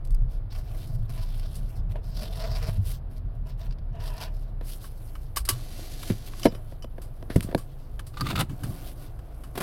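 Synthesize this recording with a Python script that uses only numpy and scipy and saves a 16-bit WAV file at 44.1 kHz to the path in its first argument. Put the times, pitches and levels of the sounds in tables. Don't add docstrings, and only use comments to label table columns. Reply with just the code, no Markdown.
import sys
import numpy as np
from scipy import signal
from scipy.fft import rfft, irfft, next_fast_len
from scipy.io import wavfile
from scipy.ndimage import uniform_filter1d, map_coordinates

SR = 44100
rng = np.random.default_rng(int(sys.argv[2]) if len(sys.argv) > 2 else 0)


def store_wav(level_fs):
    pcm = np.round(np.clip(np.atleast_2d(level_fs), -1, 1) * 32767)
    wavfile.write(sys.argv[1], SR, pcm.T.astype(np.int16))


N = 424241
T = np.arange(N) / SR

# (time [s], firing rate [Hz])
FIRING = [(0, 28.07), (.6, 26.55), (1.15, 27.32), (1.65, 34.4), (1.95, 38.46), (2.3, 41.22), (2.8, 36.22),
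          (3.12, 41.65), (3.7, 37.2), (4, 36.25), (4.55, 32.7), (5.1, 26.51), (5.8, 25.94), (6.7, 24.18),
          (7.4, 25.48), (8.4, 23.69), (8.8, 24.42), (9.62, 26.54)]
# (time [s], level [dB])
DRONE = [(0, -30), (.25, -29.5), (.7, -36), (1, -32.5), (1.6, -31), (2.3, -31.5), (2.7, -32), (3.15, -35),
         (4, -32), (4.85, -36.5), (5.6, -36.5), (7.3, -38.5), (8.6, -40), (9.62, -43.5)]
# (multiple of the firing rate, gain [dB])
ORDERS = [(1, 2), (2, -7), (3, -14.5), (4, -17.5), (5, -33), (6, -24.5)]

# (time [s], snap [dB], plastic ring [dB], t60 [s])
CLICKS = [(0.048, -47, -75.5, 0.046), (.073, -48, -70, .015), (0.106, -45, -67, 0.019),
          (.122, -48, -70, .015), (.147, -41, -70, 0.016), (1.552, -42, -71, 0.13),
          (4.84, -52, -47.5, 0.12), (5.153, -67, -39.5, 0.042), (5.36, -27, -37, 0.11),
          (5.369, -22, -32, 0.067), (5.402, -42, -58, 0.065), (5.451, -32.5, -64, 0.077),
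          (5.473, -53, -42.5, 0.3), (5.488, -15, -26.5, 0.084), (5.501, -44, -42, 0.12),
          (6.032, -38.5, -34, 0.028), (6.335, -56, -38.5, 0.027), (6.395, -38, -49, .06),
          (6.4325, -39, -35, 0.031), (6.456, -40, -63, 0.036), (6.823, -52, -56, 0.082),
          (7.016, -46.5, -59, 0.17), (7.3603, -26, -35, 0.022), (7.4078, -26, -23, 0.0029),
          (7.425, -38, -50, 0.14), (7.576, -42, -47, 0.16), (7.993, -40.5, -36.5, 0.05),
          (8.065, -45.5, -59, 0.14), (8.209, -31, -34, 0.032), (8.391, -31, -30, 0.097),
          (8.407, -24, -29, 0.039), (8.493, -54, -45.5, 0.13), (8.634, -38, -38.5, 0.079),
          (9.19, -57, -51, .05), (9.435, -50, -49.5, 0.12)]
# (frequency [Hz], gain [dB])
SNAP_EQ = [(600, -4), (1500, -3.5), (3000, 0.5), (4800, 5), (6500, -2), (9000, 5), (13000, 2.5),
           (16000, -5.5)]
# (frequency [Hz], width [Hz], gain [dB])
BUCKLE_PEAKS = [(3020, 40, -6), (4860, 70, 2), (5240, 50, -3), (7860, 120, -5), (8182, 90, 1),
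                (8807, 60, 3), (9590, 70, 4), (10474, 60, -3), (11120, 500, -4), (13460, 150, -4)]
PLASTIC_PEAKS = [(1133, 62, 10), (1280, 110, 3), (1560, 95, 1.5), (2258, 26, 1), (2605, 44, -2.5),
                 (2925, 120, -2.5)]
GUIDE_PEAKS = [(3200, 200, -9), (4340, 700, 3), (4840, 350, 1), (5700, 460, -5), (10100, 150, -5),
               (10800, 750, 0), (11600, 350, 1)]
# (frequency [Hz], gain [dB], t60 [s])
LATCH_MODES = [(1144, 4, 0.1), (1744, -15, 0.07), (2050, -4.5, 0.064), (2960, -6, 0.1), (3340, -9, 0.06),
               (4151, -7, 0.07), (4850, 0, 0.055), (5216, -3, 0.06)]
TONGUE_MODES = [(3020, 6.5, 0.12), (3015, -3, 0.31), (4900, 0, 0.15), (5060, 5.5, 0.13), (5300, -9, .12),
                (5520, 7, 0.077), (5800, -3, .16), (7445, -12, 0.26)]
# (time [s], level [dB], share of free ring time)
LATCH_HITS = [(5.37, -29, 0.56), (5.49, -27.5, 1)]
TONGUE_HITS = [(5.493, -53, 0.71), (6.4328, -38, 0.17), (6.442, -47, 0.13), (6.455, -47.5, 0.96),
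               (6.485, -55, 0.65), (6.549, -62, 0.93), (6.824, -54.5, 0.5), (6.833, -60, 0.47)]
# (time [s], level [dB])
REEL = [(5.51, -50), (5.66, -53), (5.83, -47), (5.98, -51.5), (6.1, -42.5), (6.19, -55.5), (6.28, -50),
        (6.31, -57), (6.41, -49), (6.46, -36)]
# (frequency [Hz], gain [dB])
WEBBING_EQ = [(530, -33.5), (900, -32), (1150, -11), (1510, -5), (1790, -2.5), (3590, -1), (4150, -1.5),
              (7140, -6.5), (10200, -5.5), (13800, -7.5), (16000, -15)]

# (time [s], low thump [dB], mid body [dB], upper clack [dB], crack [dB], crack t60 [s])
KNOCKS = [(1.957, -43, -85, -27.5, -48.5, 0.077), (2.687, -24.5, -57, -38, -42, 0.058),
          (4.61, -57, -47, -36.5, -45.5, 0.05), (5.497, -78, -30, -52, -55, .05),
          (5.792, -57, -46, -41, -59, .025), (6.100, -27, -17.5, -43, -31.5, 0.053),
          (6.118, -30, -46, -45, -47, 0.071), (6.455, -32, -11.5, -9.5, -18, 0.051),
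          (6.4656, -34, -30, -13.5, -34, .025), (6.485, -43, -40, -42, -52, .04),
          (6.522, -53, -40, -52, -43, 0.027), (6.549, -50, -47, -48, -40, 0.044),
          (6.723, -56, -50, -38.5, -52, 0.027), (6.844, -53, -43, -36, -37, 0.014),
          (6.982, -58, -46.5, -35.5, -45.5, 0.022), (7.226, -54, -43, -39, -38, 0.011),
          (7.3, -39, -30.5, -37, -34.5, 0.13), (7.359, -21, -15.5, -23.5, -28.5, 0.05),
          (7.377, -31.5, -34, -53, -58, 0.032), (7.443, -35, -37, -63, -56, .03),
          (7.486, -47, -34.5, -39, -49, 0.1), (7.513, -62, -42, -38, -41, 0.044),
          (7.526, -60, -38, -31, -42, 0.016), (7.5476, -34, -20, -19.5, -19.5, 0.011),
          (8.638, -31.5, -46, -65, -44, 0.054)]
# (frequency [Hz], gain [dB], t60 [s])
TRIM_MODES = [(104.6, 3.5, 0.17), (124, 2, 0.044), (178, 7.5, 0.083), (197, -6, 0.042), (235, 3, 0.042),
              (258, 5, 0.03), (308, -9, 0.081), (368.5, 3.5, 0.053), (475, -3, 0.067), (511, -3.5, 0.052),
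              (575, 1, 0.024), (661, -1.5, 0.035), (755, -18, 0.028), (936, -9.5, 0.041), (1000, -9, 0.018),
              (1685, -10, 0.011)]
# (frequency [Hz], gain [dB])
CRACK_EQ = [(500, 9), (900, 0), (1800, 4.5), (3000, -4.5), (4000, -3), (5500, -14.5), (7500, -24),
            (11000, -10), (16000, -30)]
# (time [s], peak [dB], contact [s])
SLAPS = [(6.4559, -11, 0.0005), (7.3612, -24, 0.00085), (7.5485, -15.5, 0.00022)]

# (time [s], rasp [dB], clean ring [dB], ring pitch [Hz])
TEETH = [(8.139, -52, -51, 1200), (8.171, -38, -34.5, 1193), (8.199, -44, -38, 1227),
         (8.209, -43, -28.5, 1213), (8.215, -48, -30.5, 1240), (8.257, -38, -38, 1210),
         (8.266, -34, -31, 1190), (8.286, -33, -42, 1230), (8.3, -29, -36, 1030), (8.309, -32.5, -33, 1350),
         (8.355, -29.5, -30, 1290), (8.361, -34, -39, 1290), (8.376, -31.5, -30, 1270),
         (8.387, -30, -44, 1270), (8.398, -25, -29, 1030), (8.408, -28, -27.5, 1008),
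         (8.42, -51, -40, 1300)]
# (frequency [Hz], width [Hz], gain [dB])
PAWL_PEAKS = [(980, 23, 7), (1250, 46, -5), (1370, 90, 1.5), (1450, 130, 0), (1980, 610, -2.5),
              (2650, 640, -4), (3530, 300, -3), (4540, 210, -29)]
# (frequency [Hz], gain [dB], t60 [s])
RATCHET_MODES = [(1040, -16, 0.074), (1242, 3, 0.058), (1290, -23, 0.041), (1534, -7.5, 0.039),
                 (2580, -16, .035), (3670, -15, .05), (4510, -7, 0.023), (4730, -20, 0.024)]
SPRING_MODES = [(1570, -3, .04), (4150, -7, .035), (4530, 1, 0.045), (4830, 2, .035), (5050, -8, .03)]
# (time [s], level [dB], rise [s], t60 [s])
CRUNCHES = [(8.303, -35.5, 0.017, .12), (8.383, -30.5, 0.0071, 0.095), (8.405, -29, 0.01, 0.053)]
# (time [s], length [s], level [dB])
HEAVES = [(8.195, 0.236, -29.5), (8.485, 0.049, -34), (8.615, 0.098, -35.5)]
# (frequency [Hz], gain [dB])
CRUNCH_EQ = [(150, -5), (350, 6), (520, -3), (720, 3), (1020, -11), (1200, -8), (2000, -13), (4000, -27),
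             (8000, -40)]
TUNNEL_EQ = [(35, -22), (75, 1), (110, 2), (165, -1), (210, -7.5), (320, -10.5), (480, -29), (700, -33),
             (1200, -47)]

# (time [s], length [s], rub [dB], low ring [dB], high ring [dB])
SLIDES = [(0.283, 0.079, -66.5, -63, -90), (0.508, 0.052, -55, -67, -82), (0.555, 0.04, -46.5, -61, -84),
          (0.635, 0.32, -57.5, -60, -81), (0.88, 0.18, -72.5, -68, -83), (1.076, 0.1, -53, -65, -64),
          (1.165, 0.078, -52, -57, -58.5), (1.245, 0.35, -59, -72, -86), (1.595, .18, -59.5, -68, -89),
          (1.428, 0.03, -52, -55, -70), (1.897, 0.021, -58, -58, -64), (1.95, 0.024, -76, -41, -57),
          (2.024, 0.12, -56.5, -67, -73), (2.152, 0.044, -50.5, -58, -68), (2.189, 0.072, -42, -48.5, -62),
          (2.27, 0.062, -54, -50.5, -74), (2.345, 0.078, -47, -47.5, -55.5),
          (2.415, 0.073, -44.5, -44.5, -54), (2.49, 0.1, -43, -48, -53), (2.614, 0.023, -41, -54, -52),
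          (2.662, 0.032, -42.5, -47, -54), (2.717, 0.057, -53, -53, -63), (3.098, 0.077, -65, -66, -76),
          (3.329, 0.027, -86, -56, -69), (3.456, 0.055, -58.5, -60, -61), (3.577, 0.093, -57.5, -58, -61.5),
          (3.931, 0.077, -79, -53, -57), (3.991, 0.29, -54.5, -51.5, -51), (4.196, 0.042, -43, -59, -48),
          (4.297, 0.19, -68, -64, -91)]
# (time [s], level [dB])
HOPS = [(3.616, -62), (3.639, -54), (3.665, -49), (3.708, -46.5), (3.723, -48.5), (3.784, -51), (3.93, -55),
        (3.953, -51), (4, -43.5), (4.058, -42), (4.179, -42)]
# (time [s], length [s], slip rate [Hz], level [dB])
CREAKS = [(2.382, 0.063, 198, -47.5), (2.432, 0.031, 212.5, -38), (2.604, 0.072, 149.4, -44.5),
          (2.674, 0.034, 170, -42)]
# (frequency [Hz], width [Hz], gain [dB])
WHEEL_LOW_PEAKS = [(458, 86, -14), (657, 28, 2.5)]
WHEEL_HIGH_PEAKS = [(996, 46, 5.5), (1470.7, 190, -5.5), (1800, 200, 0), (2730, 590, 5)]
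CREAK_PEAKS = [(496, 42, 4), (656, 36, 7), (1240, 380, -8), (1900, 240, -15)]
# (time [s], length [s], hiss [dB], dull rustle [dB])
SWISHES = [(.06, 0.082, -77, -66), (0.656, 0.28, -56.5, -59), (2.795, 0.21, -45.5, -59),
           (4.603, 0.22, -47, -63), (4.783, 0.12, -49, -70), (4.737, 0.71, -60, -89),
           (6.252, 0.045, -45, -65), (6.41, 0.26, -61, -50.5), (6.544, 0.32, -64.5, -79),
           (6.39, 2.4, -66.5, -68), (7.265, 0.25, -54, -51), (7.452, 0.083, -57, -46.5),
           (8.079, 0.22, -58.5, -57), (8.458, 0.5, -52.5, -47.5), (8.758, 0.21, -49, -49.5),
           (8.9, 0.25, -55.5, -50.5), (8.781, 1.44, -65, -57.5)]
# (time [s], level [dB], rise [s], t60 [s])
GRASPS = [(9.551, -37, 0.0047, 0.2), (9.575, -25.5, 0.0025, 0.06), (9.6, -24.5, 0.0092, 0.13)]
# (frequency [Hz], gain [dB])
RIM_EQ = [(300, -12), (600, 8), (1200, 0.5), (2000, -3), (3500, 0), (5200, 2.5), (6500, -13),
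          (10000, -13.5), (16000, -19)]
CLOTH_EQ = [(1000, -5), (3000, 2), (5000, 1), (7000, -6), (10000, 2.5), (13000, 3), (16000, -6)]
FINGER_EQ = [(80, -8), (200, 1), (380, 2), (650, -6.5), (900, -6.5), (1400, -8.5), (2500, -16),
             (5000, -19.5), (7000, -27), (11000, -17), (16000, -28)]
GRAIN_BANDS = [2400, 3500, 4900, 10500]

# (time [s], pitch [Hz], level [dB], rise [s], t60 [s])
JOLTS = [(.1, 42.1, -17, 0.026, 1), (.17, 128.7, -28.5, 0.068, 0.35), (.85, 124.1, -31, 0.052, 0.72),
         (.99, 130, -34, 0.014, .4), (1.17, 108, -31, 0.042, 0.38), (1.55, 107, -36, 0.038, .5),
         (2.2, 192.8, -37, .025, .15), (2.775, 182, -32.5, 0.0096, 0.13), (.9, 82.5, -47, 0.075, 0.6),
         (2.47, 68, -26, .025, 0.15), (2.776, 91.4, -14, 0.0188, 0.23), (5.505, 118, -25, 0.021, 0.3),
         (7.358, 65.7, -11.5, 0.0028, 0.076), (8.388, 148, -17, 0.019, 0.05),
         (8.68, 151.4, -31.5, 0.013, 0.31)]
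# (centre time [s], half width [s], gain [dB])
RUMBLE_SWINGS = [(.2, 0.075, 8.5), (1.01, 0.1, 8), (1.58, 0.023, 6), (1.8, 0.072, 5.5), (1.91, 0.018, 3.5),
                 (2.05, .035, 0), (2.25, 0.05, 1), (2.51, 0.047, 4), (2.77, 0.21, 5.5), (3.1, .04, -2),
                 (3.25, 0.027, 6.5), (3.39, 0.049, 8.5), (3.69, 0.026, 7.5), (3.97, .04, 2.5)]
# (time [s], level [dB])
BOOM_RIDE = [(0, -45), (1.4, -44), (2.6, -43.5), (3.2, -47), (4.4, -46.5), (4.85, -53), (5.3, -49),
             (9.62, -51)]
# (time [s], level [dB])
HISS_RIDE = [(0, -79), (4.4, -80), (4.9, -68.5), (9.62, -75.5)]
# (frequency [Hz], gain [dB])
BOOM_EQ = [(15, 4), (28, 7.5), (42, 8.5), (58, 4), (85, 4), (112, 10), (138, 2), (175, -9), (240, -18),
           (400, -76)]
ROAR_EQ = [(100, -31.5), (200, 2), (300, 3.5), (420, -1), (670, -1), (900, -8), (1400, -12.5),
           (2200, -22.5), (5000, -30), (9000, -95)]
HISS_EQ = [(800, 15), (2000, -19), (4000, -6), (5500, -45), (7000, -32), (10000, 14), (13000, 12.5),
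           (16000, 5)]


def engine():
    sway_hz, fan_hz = 30.9, 133
    rolling = np.interp(T, [4.3, 5.1], [1, 0])
    phase = phase_of(curve(FIRING) * (1 + .0074 * walk(10)))
    phase += .31 * rolling * walk(20)
    stumble_db = rolling * (3.5 * np.tanh(walk(13)) - 3)
    drone_db = curve(DRONE) + rumble_swing() + stumble_db
    upper_db = -37.5 + .064 * (drone_db + 35)
    drone = np.zeros(N)
    for order, db in ORDERS:
        ride_db = drone_db if order == 1 else upper_db + 4.5 * walk(18)
        drone += undb(ride_db + db) * np.sin(order * phase + rng.uniform(0, 2 * np.pi))
    sway = undb(-36) * rolling * np.sin(phase_of(sway_hz * (1 + .047 * walk(6))))
    fan = undb(-53.5 + 2 * walk(2.2)) * np.sin(phase_of(fan_hz + .56 * walk(3.324)))
    return np.sqrt(2) * (undb(-1.5) * drone + sway + fan)


def latches():
    rise_share = .021
    chatter = bursts([(s, db, rise_share * t60, t60) for s, db, _, t60 in CLICKS])
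    chatter *= colour(slips(rate=16000, spread_db=-2), SNAP_EQ)
    buckle = resonate(chatter, BUCKLE_PEAKS) * chatter.std() * undb(-13.5)
    shell = bursts([(s, db, rise_share * t60, t60) for s, _, db, t60 in CLICKS])
    shell *= resonate(noise(), PLASTIC_PEAKS)
    latch = ring(LATCH_MODES, [(*hit, 1) for hit in LATCH_HITS], detune=.0026)
    tongue = ring(TONGUE_MODES, [(*hit, 1) for hit in TONGUE_HITS], detune=.0018)
    return undb(-3.5) * chatter + buckle + shell + latch + tongue


def belt_webbing():
    weave = slips(rate=7000, spread_db=.5) * snags(depth=.6)
    hiss = colour(weave, WEBBING_EQ) + undb(-9) * resonate(weave, GUIDE_PEAKS)
    return hiss * swell(REEL) * undb(-1.5 + .8 * walk(45))


def knocks():
    out, t = np.zeros(N), T[:SR // 4]
    hz, mode_db, t60 = np.transpose(TRIM_MODES)
    rings = np.sin(2 * np.pi * hz[:, None] * t) * fade(t, t60[:, None])
    rings *= (-1) ** (np.arange(len(hz))[:, None] // 2)
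    for start, thump_db, body_db, clack_db, *_ in KNOCKS:
        hit_db = np.interp(np.log(hz), np.log([130, 300, 700]), [thump_db, body_db, clack_db])
        add(out, start, undb(mode_db + hit_db) @ rings)
    crack = bursts([(s, db, .0008, decay) for s, *_, db, decay in KNOCKS])
    return out + crack * colour(noise(), CRACK_EQ)


def slaps():
    out = np.zeros(N)
    for centre, db, contact in SLAPS:
        offset = T[:SR // 100] / contact - 4
        add(out, centre - 4 * contact, undb(db) * offset * np.exp((1 - offset ** 2) / 2))
    return out


def loose_trim():
    buzz_eq = [(60, 2), (160, 19), (330, 10), (600, -11), (1000, -27), (1800, -44), (4000, -32)]
    shake = bursts([(s, body_db, .008, .1) for s, _, body_db, *_ in KNOCKS])
    return shake * colour(noise(), buzz_eq) * undb(-6.5)


def parking_brake():
    rasp_eq = [(500, 9.5), (1000, -3.5), (4300, -.5), (5700, -6.5), (12000, 4)]
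    drops = bursts([(s, db, .003, .062) for s, db, *_ in TEETH])
    drag = arches([(8.2, .19, -44)])
    scrape = colour(slips(rate=9000, spread_db=-1), rasp_eq)
    rasp = np.hypot(drops, drag) * resonate(scrape, PAWL_PEAKS)
    main_hz = RATCHET_MODES[1][0]
    ratchet = ring(RATCHET_MODES, [(s, db, 1, hz / main_hz) for s, _, db, hz in TEETH], detune=.015)
    crunch = bursts(CRUNCHES) * colour(slips(rate=1300, spread_db=4), CRUNCH_EQ)
    spring = ring(SPRING_MODES, [(8.2095, -30.5, 1, 1)], detune=.01)
    rumble = strokes(HEAVES) * colour(noise(), TUNNEL_EQ)
    return rasp + ratchet + spring + crunch + rumble


def steering_wheel():
    low_eq = [(250, -21), (450, 3.5), (720, -4.5), (1100, -39), (2500, -40)]
    high_eq = [(500, -1), (850, 11.5), (2600, -4.5), (5000, -10)]
    low = resonate(colour(noise(), low_eq), WHEEL_LOW_PEAKS)
    high = resonate(colour(noise(), high_eq), WHEEL_HIGH_PEAKS)
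    low = drift(low, share=.025, rate=14)
    low *= strokes([(s, length, db) for s, length, _, db, _ in SLIDES])
    high *= strokes([(s, length, db) for s, length, _, _, db in SLIDES])
    return low + high


def creaks():
    out = np.zeros(N)
    for start, length, hz, db in CREAKS:
        press = np.sin(np.pi * np.clip((T - start) / length, 0, 1))
        cycles = np.cumsum(hz * (1 + .06 * press + .04 * walk(150))) / SR
        pulses = np.diff(np.floor(cycles), prepend=0)
        out += undb(db) * press * resonate(pulses, CREAK_PEAKS)
    return out


def palm_rub(grip):
    slide = strokes([(s, length, db) for s, length, db, *_ in SLIDES]) * grip
    slide *= undb(-2 + 1.7 * walk(22.07))
    hops = bursts([(s, db, .0014, .026) for s, db in HOPS])
    fine = unit(slips(rate=2700, spread_db=-.5))
    grit = undb(-8) * unit(slips(rate=350, spread_db=1))
    return colour(fine + grit, RIM_EQ) * np.hypot(slide, hops)


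def sleeve(cuff):
    swish = arches([(s, length, db) for s, length, db, _ in SWISHES]) * snags(depth=.44)
    return colour(slips(rate=6300, spread_db=-5.5), CLOTH_EQ) * np.hypot(cuff, swish)


def dull_rustle(cuff):
    arm = arches([(s, length, db) for s, length, _, db in SWISHES])
    spool = undb(-4) * swell(REEL)
    return colour(noise(), ROAR_EQ) * (arm + spool + undb(-3.5) * cuff)


def fingers():
    return colour(slips(rate=6000, spread_db=-1), FINGER_EQ) * bursts(GRASPS)


def rubbing():
    grip = undb(3.5 * np.tanh(.6 * walk(55) + .6 * walk(250)))
    grip *= snags(depth=1.3)
    cuff = strokes([(s, length, -31.5 + .53 * db) for s, length, db, *_ in SLIDES]) * grip
    skin_and_cloth = palm_rub(grip) + sleeve(cuff)
    return belt_webbing() + dull_rustle(cuff) + fingers() + flicker(skin_and_cloth)


def jolts():
    out, t = np.zeros(N), T[:SR // 2]
    wander = walk(70)
    for k, (start, hz, db, rise, t60) in enumerate(JOLTS):
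        wobble = np.roll(wander, -k * len(t))[:len(t)]
        tone = np.sin(phase_of(hz * (1 + .094 * wobble)))
        add(out, start, undb(db) * strike(t, rise, t60) * tone)
    return out


def rumble_swing():
    return sum(db * np.exp(-((T - centre) / width) ** 2) for centre, width, db in RUMBLE_SWINGS)


def cabin():
    boom = colour(noise(), BOOM_EQ) * undb(curve(BOOM_RIDE) + rumble_swing() + 7)
    roar = colour(noise(), ROAR_EQ) * undb(-55 + .73 * walk(11))
    hiss = colour(noise(), HISS_EQ) * undb(curve(HISS_RIDE))
    return boom + roar + hiss


def reflections(x, t60, first_s):
    t = T[:SR // 4]
    echo = rng.standard_normal(len(t)) * fade(t, t60) * (t > first_s)
    return signal.fftconvolve(x, echo / np.linalg.norm(echo))[:N]


def ring(modes, hits, detune):
    out, t = np.zeros(N), T[:SR // 2]
    detunings = 1 + detune * rng.uniform(-1, 1, (len(hits), len(modes)))
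    for (start, db, share, ratio), shifts in zip(hits, detunings):
        for (hz, mode_db, t60), shift in zip(modes, shifts):
            tone = np.sin(2 * np.pi * hz * ratio * shift * t)
            add(out, start, undb(db + mode_db) * fade(t, t60 * share) * tone)
    return out


def slips(rate, spread_db):
    return (rng.random(N) < rate / SR) * noise() * undb(spread_db * np.minimum(rng.exponential(size=N), 4))


def snags(depth, rate=55):
    catches = (rng.random(N) < rate / SR) * rng.uniform(.3, 1, N)
    return unit(1 + depth * signal.fftconvolve(catches, fade(T[:SR // 10], t60=.03))[:N])


def flicker(x):
    return x + sum(.45 * walk(28) * signal.lfilter(*signal.iirpeak(hz, 3, SR), x) for hz in GRAIN_BANDS)


def drift(x, share, rate):
    return map_coordinates(x, [np.cumsum(1 + share * walk(rate))], order=1, mode="mirror")


def strokes(rows):
    power, t = np.zeros(N), T[:SR]
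    lead_s = .013
    for start, length, db in rows:
        push_db = .5 * (np.minimum(t / length, 1) - .5)
        attack = np.minimum(t / (2 * lead_s + .14 * min(length, .12)), 1)
        release = fade(np.maximum(t - length - lead_s, 0), t60=.12)
        shape = np.sin(np.pi / 2 * attack) ** 2 * release
        add(power, start - lead_s, (undb(db + push_db) * shape) ** 2)
    return np.sqrt(power)


def arches(rows):
    power = np.zeros(N)
    for start, length, db in rows:
        add(power, start, (undb(db) * np.sin(np.pi * T[T < length] / length) ** 2) ** 2)
    return np.sqrt(power)


def bursts(rows):
    power, t = np.zeros(N), T[:SR // 2]
    for start, db, rise, t60 in rows:
        add(power, start, (undb(db) * strike(t, rise, t60)) ** 2)
    return np.sqrt(power)


def strike(t, rise, t60):
    return np.minimum(t / rise, 1) * fade(np.maximum(t - rise, 0), t60)


def fade(t, t60):
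    return np.exp(-np.log(1000) * t / t60)


def swell(rows):
    gate = 1. * ((T >= rows[0][0]) & (T <= rows[-1][0]))
    return undb(curve(rows)) * uniform_filter1d(gate, size=400)


def curve(rows):
    return np.interp(T, *np.transpose(rows))


def walk(rate):
    hold = max(int(SR / rate), 1)
    steps = np.repeat(rng.standard_normal(N // hold + 1), hold)
    return unit(uniform_filter1d(steps, hold)[:N])


def colour(x, points):
    hz, db = np.transpose(points)
    size = next_fast_len(N, real=True)
    bins_hz = np.maximum(np.fft.rfftfreq(size, 1 / SR), 1)
    gain = undb(np.interp(np.log(bins_hz), np.log(hz), db))
    return unit(irfft(rfft(x, size) * gain, size)[:N])


def resonate(x, peaks):
    return unit(sum(undb(db) * signal.lfilter(*signal.iirpeak(hz, hz / width, SR), x)
                    for hz, width, db in peaks))


def phase_of(hz):
    return 2 * np.pi * np.cumsum(hz) / SR


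def noise():
    return rng.standard_normal(N)


def add(out, start, sound):
    i = max(int(start * SR), 0)
    out[i:i + len(sound)] += sound[:max(N - i, 0)]


def undb(db):
    return 10 ** (np.asarray(db) / 20)


def unit(x):
    return x / np.sqrt(np.mean(x ** 2))


def scene():
    hits = knocks() + slaps() + loose_trim() + latches() + parking_brake()
    hits += undb(-27) * reflections(hits, t60=.23, first_s=.00444)
    rub = rubbing()
    rub = undb(-.5) * rub + undb(-9) * reflections(rub, t60=.05, first_s=.002)
    return (engine() + cabin() + jolts() + steering_wheel() + creaks() + rub + hits)[None]


def record(dry):
    return signal.sosfilt(signal.ellip(8, .2, 70, 16000, fs=SR, output="sos"), np.tanh(dry))


dry = scene()
out = record(dry)
store_wav(out)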